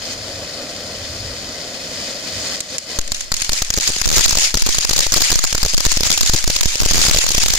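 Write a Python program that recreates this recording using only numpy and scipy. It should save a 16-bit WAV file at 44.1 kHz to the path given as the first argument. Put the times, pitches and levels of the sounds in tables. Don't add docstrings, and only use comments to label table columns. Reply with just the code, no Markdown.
import sys
import numpy as np
from scipy import signal
from scipy.fft import rfft, irfft, next_fast_len
from scipy.io import wavfile
from scipy.ndimage import uniform_filter1d, map_coordinates

SR = 44100
rng = np.random.default_rng(int(sys.argv[2]) if len(sys.argv) > 2 else 0)


def transcribe(u):
    v = np.clip(np.atleast_2d(u).T, -1, 1)
    q = np.round(v * 32767).astype(np.int16)
    wavfile.write(sys.argv[1], SR, q)


N = 334278

LIFT_DB = 9.5
JET_LEAN_DB, CRACKLE_LEAN_DB = -0.5, 0.88


def amp(db):
    return 10 ** (np.asarray(db) / 20)


def unit(x):
    return x / np.sqrt(np.mean(x ** 2) + 1e-20)


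def lean(db):
    return amp(db * np.array([[1], [-1]]))


def along(points, hz):
    f, v = np.transpose(points)
    return np.interp(np.log(hz + 1), np.log(f + 1), v)


def curves(rows):
    s, *cols = np.transpose(rows)
    return [np.interp(np.arange(N) / SR, s, c) for c in cols]


def wobble(rate_hz):
    knots = rng.standard_normal(int(N * rate_hz / SR) + 4)
    return map_coordinates(knots, [np.arange(N) * rate_hz / SR])


def fall(t, life_s):
    return (t >= 0) * np.exp(-np.abs(t) / life_s)


def swell(s, rise_s, fall_s):
    t = np.arange(N) / SR - s
    return np.exp(-(t / np.where(t < 0, rise_s, fall_s)) ** 2 / 2)


def add(track, s, sound):
    part = track[:, round(s * SR):][:, :sound.shape[-1]]
    part += sound[..., :part.shape[1]]


def filtered(x, response):
    m = next_fast_len(N + SR // 2)
    return irfft(rfft(x, m) * response(np.fft.rfftfreq(m, 1 / SR)), m)[..., :N]


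def reflected(x, paths):
    def response(hz):
        return 1 + sum(gain * np.exp(-2j * np.pi * hz * s) for s, gain in paths)
    return filtered(x, response)


def pair(own, size):
    return (rng.standard_normal(size) + own * rng.standard_normal((2, size))) / np.hypot(1, own)


def ticks(rate_hz, spread_db, lag_samples=12):
    count = int(rate_hz * N / SR)
    draw = rng.random((count, 3))
    chance = rng.standard_normal((count, 3))
    at = (draw[:, :1] * (N - lag_samples) + draw[:, 1:] * lag_samples).astype(int)
    level_db = spread_db * np.clip(chance[:, :1], -2, 2) + 2 * chance[:, 1:]
    sizes = np.sign(chance[:, 1:]) * amp(level_db)
    return unit(np.array([np.bincount(at[:, side], sizes[:, side], N) for side in (0, 1)]))


def patchy(x, depth_db, size=5):
    z = signal.stft(x, nperseg=256)[2]
    field = uniform_filter1d(rng.standard_normal(z.shape), size, 2)
    field = uniform_filter1d(field, size - 2, 1)
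    return signal.istft(z * amp(depth_db * unit(field)), nperseg=256)[1][:, :N]


# f/Hz, level/dB
LEFT_PORT = [(500, -1), (1200, 2), (2000, 2), (3000, 3), (4000, 7), (4750, 10.5), (5300, 10), (5800, 6.5),
             (7000, 5.5), (8000, -2), (9500, -1), (11500, -7.5), (15000, -11.5)]
RIGHT_PORT = [(500, -2.5), (1800, 0.5), (3200, 1), (5000, 4.5), (6000, 8.5), (6850, 13), (7400, 6.5),
              (8000, 2), (9000, -4.5), (12000, -7), (13500, -7), (15000, -13)]


def through_ports(x, spectrum, size=8192):
    hz = np.fft.rfftfreq(size, 1 / SR)
    ports_db = np.array([along(LEFT_PORT, hz), along(RIGHT_PORT, hz)])
    gain = amp(along(spectrum, hz) + ports_db)
    cepstrum = irfft(np.log(gain))
    causal = np.r_[1, np.full(size // 2 - 1, 2), np.zeros(size // 2)]
    ring = irfft(np.exp(rfft(cepstrum * causal)))
    ring = ring / np.sqrt(np.sum(ring ** 2) / 2)
    return signal.fftconvolve(np.atleast_2d(x), ring, axes=1)[:, :N]


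# t/s, level/dB
BOOM_LEVEL = [(2.93, -75), (3.0, -33), (3.5, -34), (7.5, -33)]
# f/Hz, density/dB per Hz
BOOM_SPECTRUM = [(10, -1), (30, -15), (60, -24), (150, -47), (600, -88)]


def deep_boom():
    return amp(curves(BOOM_LEVEL)[0]) * unit(through_ports(pair(own=0.7, size=N), BOOM_SPECTRUM))


# f/Hz, t60/s
STREET_DECAY = [(200, 0.26), (3000, 0.68), (12000, 0.97)]


def street(x):
    hz, t, z = signal.stft(rng.standard_normal((2, SR // 2)), SR, nperseg=256)
    decay = amp(-60 * t / along(STREET_DECAY, hz)[:, None])
    tail = signal.istft(z * decay, SR, nperseg=256)[1]
    return signal.fftconvolve(x, tail / np.linalg.norm(tail[0]), axes=1)[:, :N]


# t/s, level/dB
JET_HISS = [(0.0, -30), (0.05, -27), (0.135, -25), (0.155, -29.5), (0.27, -29), (0.62, -29.5), (1.05, -29),
            (1.75, -29), (2.1, -26), (2.25, -26.5), (2.57, -23), (2.66, -25), (2.74, -26), (2.92, -26),
            (4.5, -25)]
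# t/s, level over the rumble/dB
PUFFS = [(0.17, 5), (1.29, 4), (1.5, 7), (2.35, 8.5)]
# f/Hz, density/dB per Hz; sputter = grains spitting in the flame
RUMBLE_SPECTRUM = [(20, -16), (35, -5), (55, -2), (95, 3.5), (130, -6.5), (220, -38)]
ROAR_SPECTRUM = [(80, -23), (140, -4), (260, 0.5), (390, -6.5), (540, 3.5), (680, -0.5), (800, -12),
                 (930, -15.5), (1500, -14), (3000, -57)]
HISS_SPECTRUM = [(950, -4.5), (1400, -2.5), (1950, 3.5), (2270, 0), (2500, 3.5), (2760, -1.5), (2980, 3),
                 (3900, -2.5), (4330, 1.5), (4560, -1), (4770, 1.5), (4980, -0.5), (5230, 1.5),
                 (5600, -2.5), (5900, -3.5), (6200, -5.5), (6700, -8.5), (9300, -6.5), (15000, -7.5)]
SPUTTER_SPECTRUM = [(1500, -14), (4000, 3), (8000, 8), (11000, -3), (15000, -6)]
# delay/s, gain (linear)
LEFT_PATHS = [(.00024, .69), (.00159, .4), (.001975, .23), (.00253, .16)]
RIGHT_PATHS = [(.000126, .34), (.00045, .31), (.00056, .25), (.00198, .14)]
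PUFF_S = 0.056
FADE_START_S, FADE_DB_PER_S = 2.9, 13.5
ROAR_DB, RUMBLE_DB = -34, -44
ROAR_DB_PER_HISS_DB = 0.25
SPUTTER_DB, SPUTTER_DB_PER_HISS_DB = -9.5, 2.6


def jet(scattered=0.83, spit=0.58, flutter_db=0.52, heave_db=6.0):
    fading_s = np.maximum(np.arange(N) / SR - FADE_START_S, 0)
    hiss_db, = curves(JET_HISS)
    effort_db = hiss_db - hiss_db.mean()

    puffs_db = sum(db * swell(s, PUFF_S, PUFF_S) for s, db in PUFFS)
    rumble_db = RUMBLE_DB + puffs_db + heave_db * wobble(5.4)
    rumble = amp(rumble_db) * through_ports(pair(own=0.1, size=N), RUMBLE_SPECTRUM)
    roar_db = ROAR_DB + ROAR_DB_PER_HISS_DB * effort_db + 1.5 * wobble(34.86)
    roar = amp(roar_db) * through_ports(pair(own=0.15, size=N), ROAR_SPECTRUM)

    nozzle = rng.standard_normal(N)
    grains = scattered * rng.standard_normal((2, N)) + spit * ticks(rate_hz=1600, spread_db=14.0)
    grains = grains + np.array([reflected(nozzle, LEFT_PATHS), reflected(nozzle, RIGHT_PATHS)])
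    hiss = unit(through_ports(patchy(grains, depth_db=1.0, size=9), HISS_SPECTRUM))
    hiss = amp(hiss_db + flutter_db * wobble(90)) * hiss

    sputter_db = hiss_db.mean() + SPUTTER_DB + SPUTTER_DB_PER_HISS_DB * effort_db
    sputter = amp(sputter_db) * through_ports(ticks(rate_hz=690, spread_db=-2.0), SPUTTER_SPECTRUM)
    fade = amp(-FADE_DB_PER_S * fading_s)
    return amp(-LIFT_DB) * (fade * (rumble + roar) + hiss + sputter)


# t of the peak/s, relative level/dB
SWARMS = [(3.18, -33.5), (3.421, -29), (3.56, -25.5), (3.86, -23), (3.97, -28.5), (4.181, -13),
          (4.428, -20), (4.5, -34), (4.71, -22.5), (5.039, -41), (5.249, -19), (5.72, -27.5), (6.08, -21.5),
          (6.28, -24.5), (6.38, -27.5), (6.521, -25), (6.73, -26.5), (6.85, -23), (6.96, -17),
          (7.04, -13.5), (7.178, -16.5), (7.33, -24.5), (7.56, -23)]
# f/Hz, density/dB per Hz
SPARK_SPECTRUM = [(60, -11), (250, -10.5), (600, -3), (1100, -7), (2200, 3), (4000, 0), (7000, 0.5),
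                  (9000, -0.5), (15000, -5.5)]
CHAIN_S, CHAIN_FULL_S = 3.3, 4.04
SHED_DB, SHED_DELAY_S, SHED_RISE_S = -19, 0.013, 0.025
SWARM_RISE_S, SWARM_FALL_S = 0.043, 0.048


def fizz(level_db=5.5, snaps=0.31, flutter_db=1.5, sparse_db=-12):
    shed_power = np.zeros((1, N))
    age = np.arange(SR // 2) / SR / SHED_RISE_S
    for s, crack_db, _ in STARS:
        early_db = np.interp(s, [CHAIN_S, CHAIN_FULL_S], [sparse_db, 0])
        shed = amp(crack_db + SHED_DB + early_db) * age * np.exp(1 - age)
        add(shed_power, s + SHED_DELAY_S, shed ** 2)
    swarm_power = sum((amp(db) * swell(s, SWARM_RISE_S, SWARM_FALL_S)) ** 2 for s, db in SWARMS)
    level = np.sqrt(shed_power[0] + swarm_power) * amp(level_db + flutter_db * wobble(70))
    sparks = ticks(rate_hz=9000, spread_db=6.0) + snaps * ticks(rate_hz=150, spread_db=8.0)
    return level * through_ports(unit(patchy(sparks, depth_db=3.0)), SPARK_SPECTRUM)


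THIN_BLAST_DB, THIN_RANGE_DB = -25, 5.5


def thinness(blast_db):
    return np.clip((THIN_BLAST_DB - blast_db) / THIN_RANGE_DB, 0, 1)


PUSH_DB, PUSH_SCATTER_DB = 3.5, 1.6
STOP = 0.39


def overload(rows, thump_db=1.0, rise_s=0.00046, settle_s=0.075, swing_hz=5, numb_s=0.011, reach=0.1):
    thump, strain = np.zeros((2, 2, N))
    throws = []
    t = np.arange(SR // 4) / SR
    shove = (1 - fall(t, rise_s)) * fall(t, settle_s) * np.cos(2 * np.pi * swing_hz * t)
    for s, _, blast_db in rows:
        push_db = blast_db + PUSH_DB + PUSH_SCATTER_DB * rng.standard_normal((2, 1))
        push = (1 - thinness(blast_db)) * amp(push_db)
        offset = thump[:, [round(s * SR)]]
        throw = np.sign(reach * pair(own=1.8, size=1) - offset)
        travel = np.minimum(amp(thump_db) * push, np.abs(STOP - throw * offset))
        add(thump, s, throw * travel * shove)
        add(strain, s, push * fall(t, numb_s))
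        throws.append(throw)
    return thump, strain, throws


# start/s, length/s, mean crack/dB, mean blast/dB
VOLLEYS = [(4.173, .022, -3, -17), (4.672, .014, -11, -23.5), (5.163, .022, -10, -20),
           (6.053, .02, -11.5, -24.5), (6.814, .025, -15, -21), (6.945, .05, -9, -19),
           (7.039, .03, -10, -23.5), (7.172, .022, -7, -20.5)]
VOLLEY_GAP_S, VOLLEY_JITTER, VOLLEY_SCATTER_DB = 0.012, 0.4, 1


def volleys(most=12):
    rows = []
    for start_s, length_s, crack_db, blast_db in VOLLEYS:
        gaps_s = VOLLEY_GAP_S * (1 + VOLLEY_JITTER * rng.uniform(-1, 1, most))
        waits_s = np.cumsum(gaps_s) - gaps_s[0]
        scatter_db = VOLLEY_SCATTER_DB * rng.standard_normal((most, 2))
        for wait_s, (a, b) in zip(waits_s, scatter_db):
            if wait_s < length_s:
                rows.append((start_s + wait_s, crack_db + a, blast_db + b))
    return rows


# t/s, crack level/dB, blast level/dB
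STARS = [(2.605, -13.5, -33), (2.7826, -13.5, -40), (2.9883, -10, -20), (3.014, -23, -42),
         (3.0772, -22, -41), (3.119, -9.5, -23), (3.146, -17.5, -43), (3.2079, -17.5, -49),
         (3.3186, -7.5, -24), (3.341, -11.5, -27), (3.367, -17, -43), (3.4081, -22, -48),
         (3.4193, -10, -27), (3.446, -16.5, -45), (3.4933, -6.5, -22), (3.519, -14, -26.5),
         (3.532, -9, -26.5), (3.6204, -9, -22.5), (3.648, -21.5, -45), (3.7035, -8.5, -23.5),
         (3.7306, -25, -43), (3.7393, -10.5, -23.5), (3.765, -18, -34.5), (3.7753, -13, -18.5),
         (3.7835, -13, -22), (3.8003, -19, -34), (3.809, -14, -39), (3.8754, -5.5, -25), (3.8922, -14, -27),
         (3.9021, -18, -26), (3.9203, -20, -44), (3.965, -17, -28), (3.9834, -19, -34),
         (4.015, -8.5, -21.5), (4.057, -12, -16.5), (4.0714, -19, -17), (4.0768, -13, -23.5),
         (4.0888, -12, -26), (4.1022, -14, -20), (4.115, -13, -23), (4.128, -12, -20.5),
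         (4.1416, -13, -20.5), (4.1657, -4.5, -18.5), (4.2087, -6, -26.5), (4.257, -5, -18.5),
         (4.281, -10, -27), (4.2928, -7, -28.5), (4.309, -6.5, -23), (4.328, -12, -20), (4.353, -10, -20),
         (4.3721, -7, -19.5), (4.3853, -7.5, -27), (4.3964, -13, -31.5), (4.5422, -7, -19.5),
         (4.553, -15, -16.5), (4.572, -9.5, -25.5), (4.5955, -21, -43), (4.6218, -11, -7),
         (4.664, -9.5, -19), (4.6899, -8, -19.5), (4.7463, -10, -25.5), (4.7718, -22, -39),
         (4.784, -6, -21), (4.8087, -18, -38), (4.8483, -8.5, -21.5), (4.873, -20, -41), (4.8936, -7, -26),
         (4.91, -10.5, -21), (4.932, -8, -24), (4.9627, -9.5, -23), (4.9796, -9, -24.5),
         (4.9902, -4, -18.5), (5.005, -4.5, -27), (5.031, -21, -35), (5.0664, -13.5, -20), (5.121, -5, -20),
         (5.1296, -14, -27), (5.139, -0.5, -21), (5.206, -9, -24), (5.2186, -4.5, -21), (5.3028, -6, -25),
         (5.317, -6, -19.5), (5.3277, -10, -23), (5.3566, -11, -16), (5.39, -8, -22), (5.4391, -8, -18),
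         (5.449, -10, -14.5), (5.5278, -9, -23), (5.549, -9.5, -18), (5.5803, -10, -26), (5.6303, -7, -15),
         (5.6503, -12.5, -20), (5.661, -13.5, -19.5), (5.6838, -20, -45), (5.7368, -16, -28.5),
         (5.7442, -11.5, -9), (5.7686, -19, -39), (5.7786, -6.5, -21.5), (5.8048, -9, -20.5),
         (5.85, -5.5, -17.5), (5.8652, -6.5, -16), (5.917, -7.5, -24), (5.9397, -19, -42),
         (5.971, -9, -17.5), (6.0073, -8.5, -18), (6.033, -7.5, -23), (6.072, -10, -25),
         (6.1024, -7, -19.5), (6.1152, -5.5, -26), (6.139, -19, -30.5), (6.1762, -6.5, -25),
         (6.1886, -20, -40), (6.209, -3, -14), (6.232, -11, -17), (6.2615, -8.5, -27.5), (6.296, -6.5, -15),
         (6.318, -31, -42), (6.336, -8.5, -14.5), (6.3402, -18, -19.5), (6.3444, -12, -16.5),
         (6.3492, -19, -21), (6.3615, -12.5, -45), (6.4267, -24, -46), (6.4416, -12.5, -15),
         (6.4771, -9.5, -18), (6.5003, -10, -22), (6.563, -8, -24.5), (6.589, -21, -39), (6.609, -6.5, -14),
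         (6.6319, -9, -21), (6.6573, -9.5, -16), (6.6811, -23, -35.5), (6.756, -11, -26), (6.778, -23, -55),
         (6.8023, -12, -16), (6.851, -11.5, -27.5), (6.86, -11, -18), (6.9107, -5.5, -19),
         (6.919, -17, -19), (6.9345, -9, -22), (7.002, -14, -24), (7.015, -5.5, -19.5), (7.0841, -5, -18),
         (7.0952, -8, -19), (7.1114, -7, -18), (7.133, -15, -34), (7.1463, -7, -18.5), (7.163, -11, -19.5),
         (7.2406, -10, -23.5), (7.2655, -10, -22), (7.2892, -7, -23.5), (7.306, -12, -22),
         (7.317, -10, -26.5), (7.348, -5.5, -18.5), (7.3713, -13, -42), (7.3806, -4, -19.5),
         (7.4334, -8, -16.5), (7.461, -5.5, -22), (7.4826, -7, -21.5), (7.5028, -10.5, -17),
         (7.5256, -25, -36), (7.5363, -5, -20.5)]
CHAIN_CHANCE = 0.06
CHAIN_GAP_S, CHAIN_SPREAD_S, CHAIN_DB = 0.004, 0.011, -5.5


def bursts():
    rows = list(STARS)
    for (s, crack_db, blast_db), (luck, wait) in zip(STARS, rng.random((len(STARS), 2))):
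        chance = CHAIN_CHANCE * np.clip((s - CHAIN_S) / (CHAIN_FULL_S - CHAIN_S), 0, 1)
        if luck < chance:
            chain_s = s + CHAIN_GAP_S + CHAIN_SPREAD_S * wait
            rows.append((chain_s, crack_db + CHAIN_DB, blast_db + CHAIN_DB))
    return [row for row in rows if row[0] < (N - 1) / SR]


# f/Hz, density/dB per Hz; snap = a thin crack
CRACK_SPECTRUM = [(200, -3), (900, 4), (2000, 2.5), (4000, 3.5), (7000, 3.5), (10000, 1.5), (15000, 9.5)]
SNAP_SPECTRUM = [(300, -37), (1200, -3.5), (2500, 1.5), (5000, 2.5), (7000, 4), (9500, 5), (15000, -6)]
BLAST_SPECTRUM = [(30, 7.5), (110, 3.5), (250, 2.5), (620, 0), (1100, -13.5), (2000, -37.5), (5000, -34)]
BLAST_EDGE_HZ, USUAL_BLAST_DB, DB_PER_OCTAVE = 2340, -18.5, 0.5


def burst(x):
    return x * np.sqrt(SR * 0.005 / np.sum(x ** 2, axis=1, keepdims=True))


def stars(rows, throws, crack_gain_db=0.06, snap_gain_db=0.0, blast_gain_db=-0.25, crack_s=0.0005,
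          ground=0.19, ground_life_s=0.0037, tint=0.5, sputter=0.045, sputter_s=0.00077, jagged=3.16,
          blast_s=0.0034, churn=0.08, stray_db=0.35):
    cracks, snaps, blasts = np.zeros((3, 2, N))
    t = np.arange(SR // 40) / SR
    for (s, crack_db, blast_db), throw in zip(rows, throws):
        detour_s = rng.uniform(0.0014, 0.0026)
        sides = lean(stray_db * rng.standard_normal())
        echo = (t >= detour_s) * np.exp(-((t - detour_s) / ground_life_s) ** 2)
        shape = fall(t, crack_s) + ground * echo + sputter * fall(t, sputter_s)
        fronts = pair(own=2.8, size=len(t))
        shock = shape * np.sign(fronts) * np.abs(fronts) ** jagged
        split = round(rng.uniform(0.0001, 0.0004) * SR)
        shock = shock + tint * rng.uniform(-1.03, 1) * np.roll(shock, split, axis=1)
        shock = amp(crack_db) * sides * burst(shock)
        thin = thinness(blast_db)
        add(cracks, s, amp(crack_gain_db) * (1 - thin) * shock)
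        add(snaps, s, amp(snap_gain_db) * thin * shock)
        pulse = (t == 0) * throw
        gas = churn * fall(t, blast_s) * pair(own=1.4, size=len(t))
        edge_hz = BLAST_EDGE_HZ * 2 ** ((USUAL_BLAST_DB - blast_db) / DB_PER_OCTAVE)
        pole = np.exp(-2 * np.pi * edge_hz / SR)
        blast = signal.lfilter([1 - pole], [1, -pole], burst(pulse + gas))
        add(blasts, s, amp(blast_db + blast_gain_db) * blast)
    bangs = through_ports(cracks, CRACK_SPECTRUM) + through_ports(snaps, SNAP_SPECTRUM)
    return bangs + through_ports(blasts, BLAST_SPECTRUM)


def scene(street_db=-20, numb=14):
    burning = lean(JET_LEAN_DB) * jet() + lean(CRACKLE_LEAN_DB) * fizz()
    rows = sorted(bursts() + volleys())
    thump, strain, throws = overload(rows)
    cracks = lean(CRACKLE_LEAN_DB) * stars(rows, throws)
    wash = burning + amp(street_db) * street(cracks)
    return cracks + thump + deep_boom() + wash / (1 + numb * strain)


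def gain_control(x, bang=0.125, hold_s=0.074, release_s=0.054, size=44, count=8):
    peaks = np.pad(np.abs(x).max(0), (0, -N % size)).reshape(-1, size).max(1)
    duck = np.clip(2 * (peaks / bang - 1), 0, 1)
    age_s = np.arange(SR // size // 2) * size / SR
    memory = np.clip(1 - (age_s - hold_s) / release_s, 0, 1)
    padded = np.pad(duck, (len(age_s) - 1 - count, count))
    past = np.lib.stride_tricks.sliding_window_view(padded, len(age_s))
    held = uniform_filter1d((past * memory[::-1]).max(1), count)
    held = np.interp(np.arange(N) / size, np.arange(len(held)), held)
    return x * amp(LIFT_DB * (1 - held))


TOP_HZ = 15500


def record(dry, top=0.68, order=7):
    x = gain_control(dry)
    x = x / (1 + np.abs(x / top) ** order) ** (1 / order)
    return filtered(x, lambda hz: 1 / np.sqrt(1 + (hz / TOP_HZ) ** 120))


dry = scene()
out = record(dry)
transcribe(out)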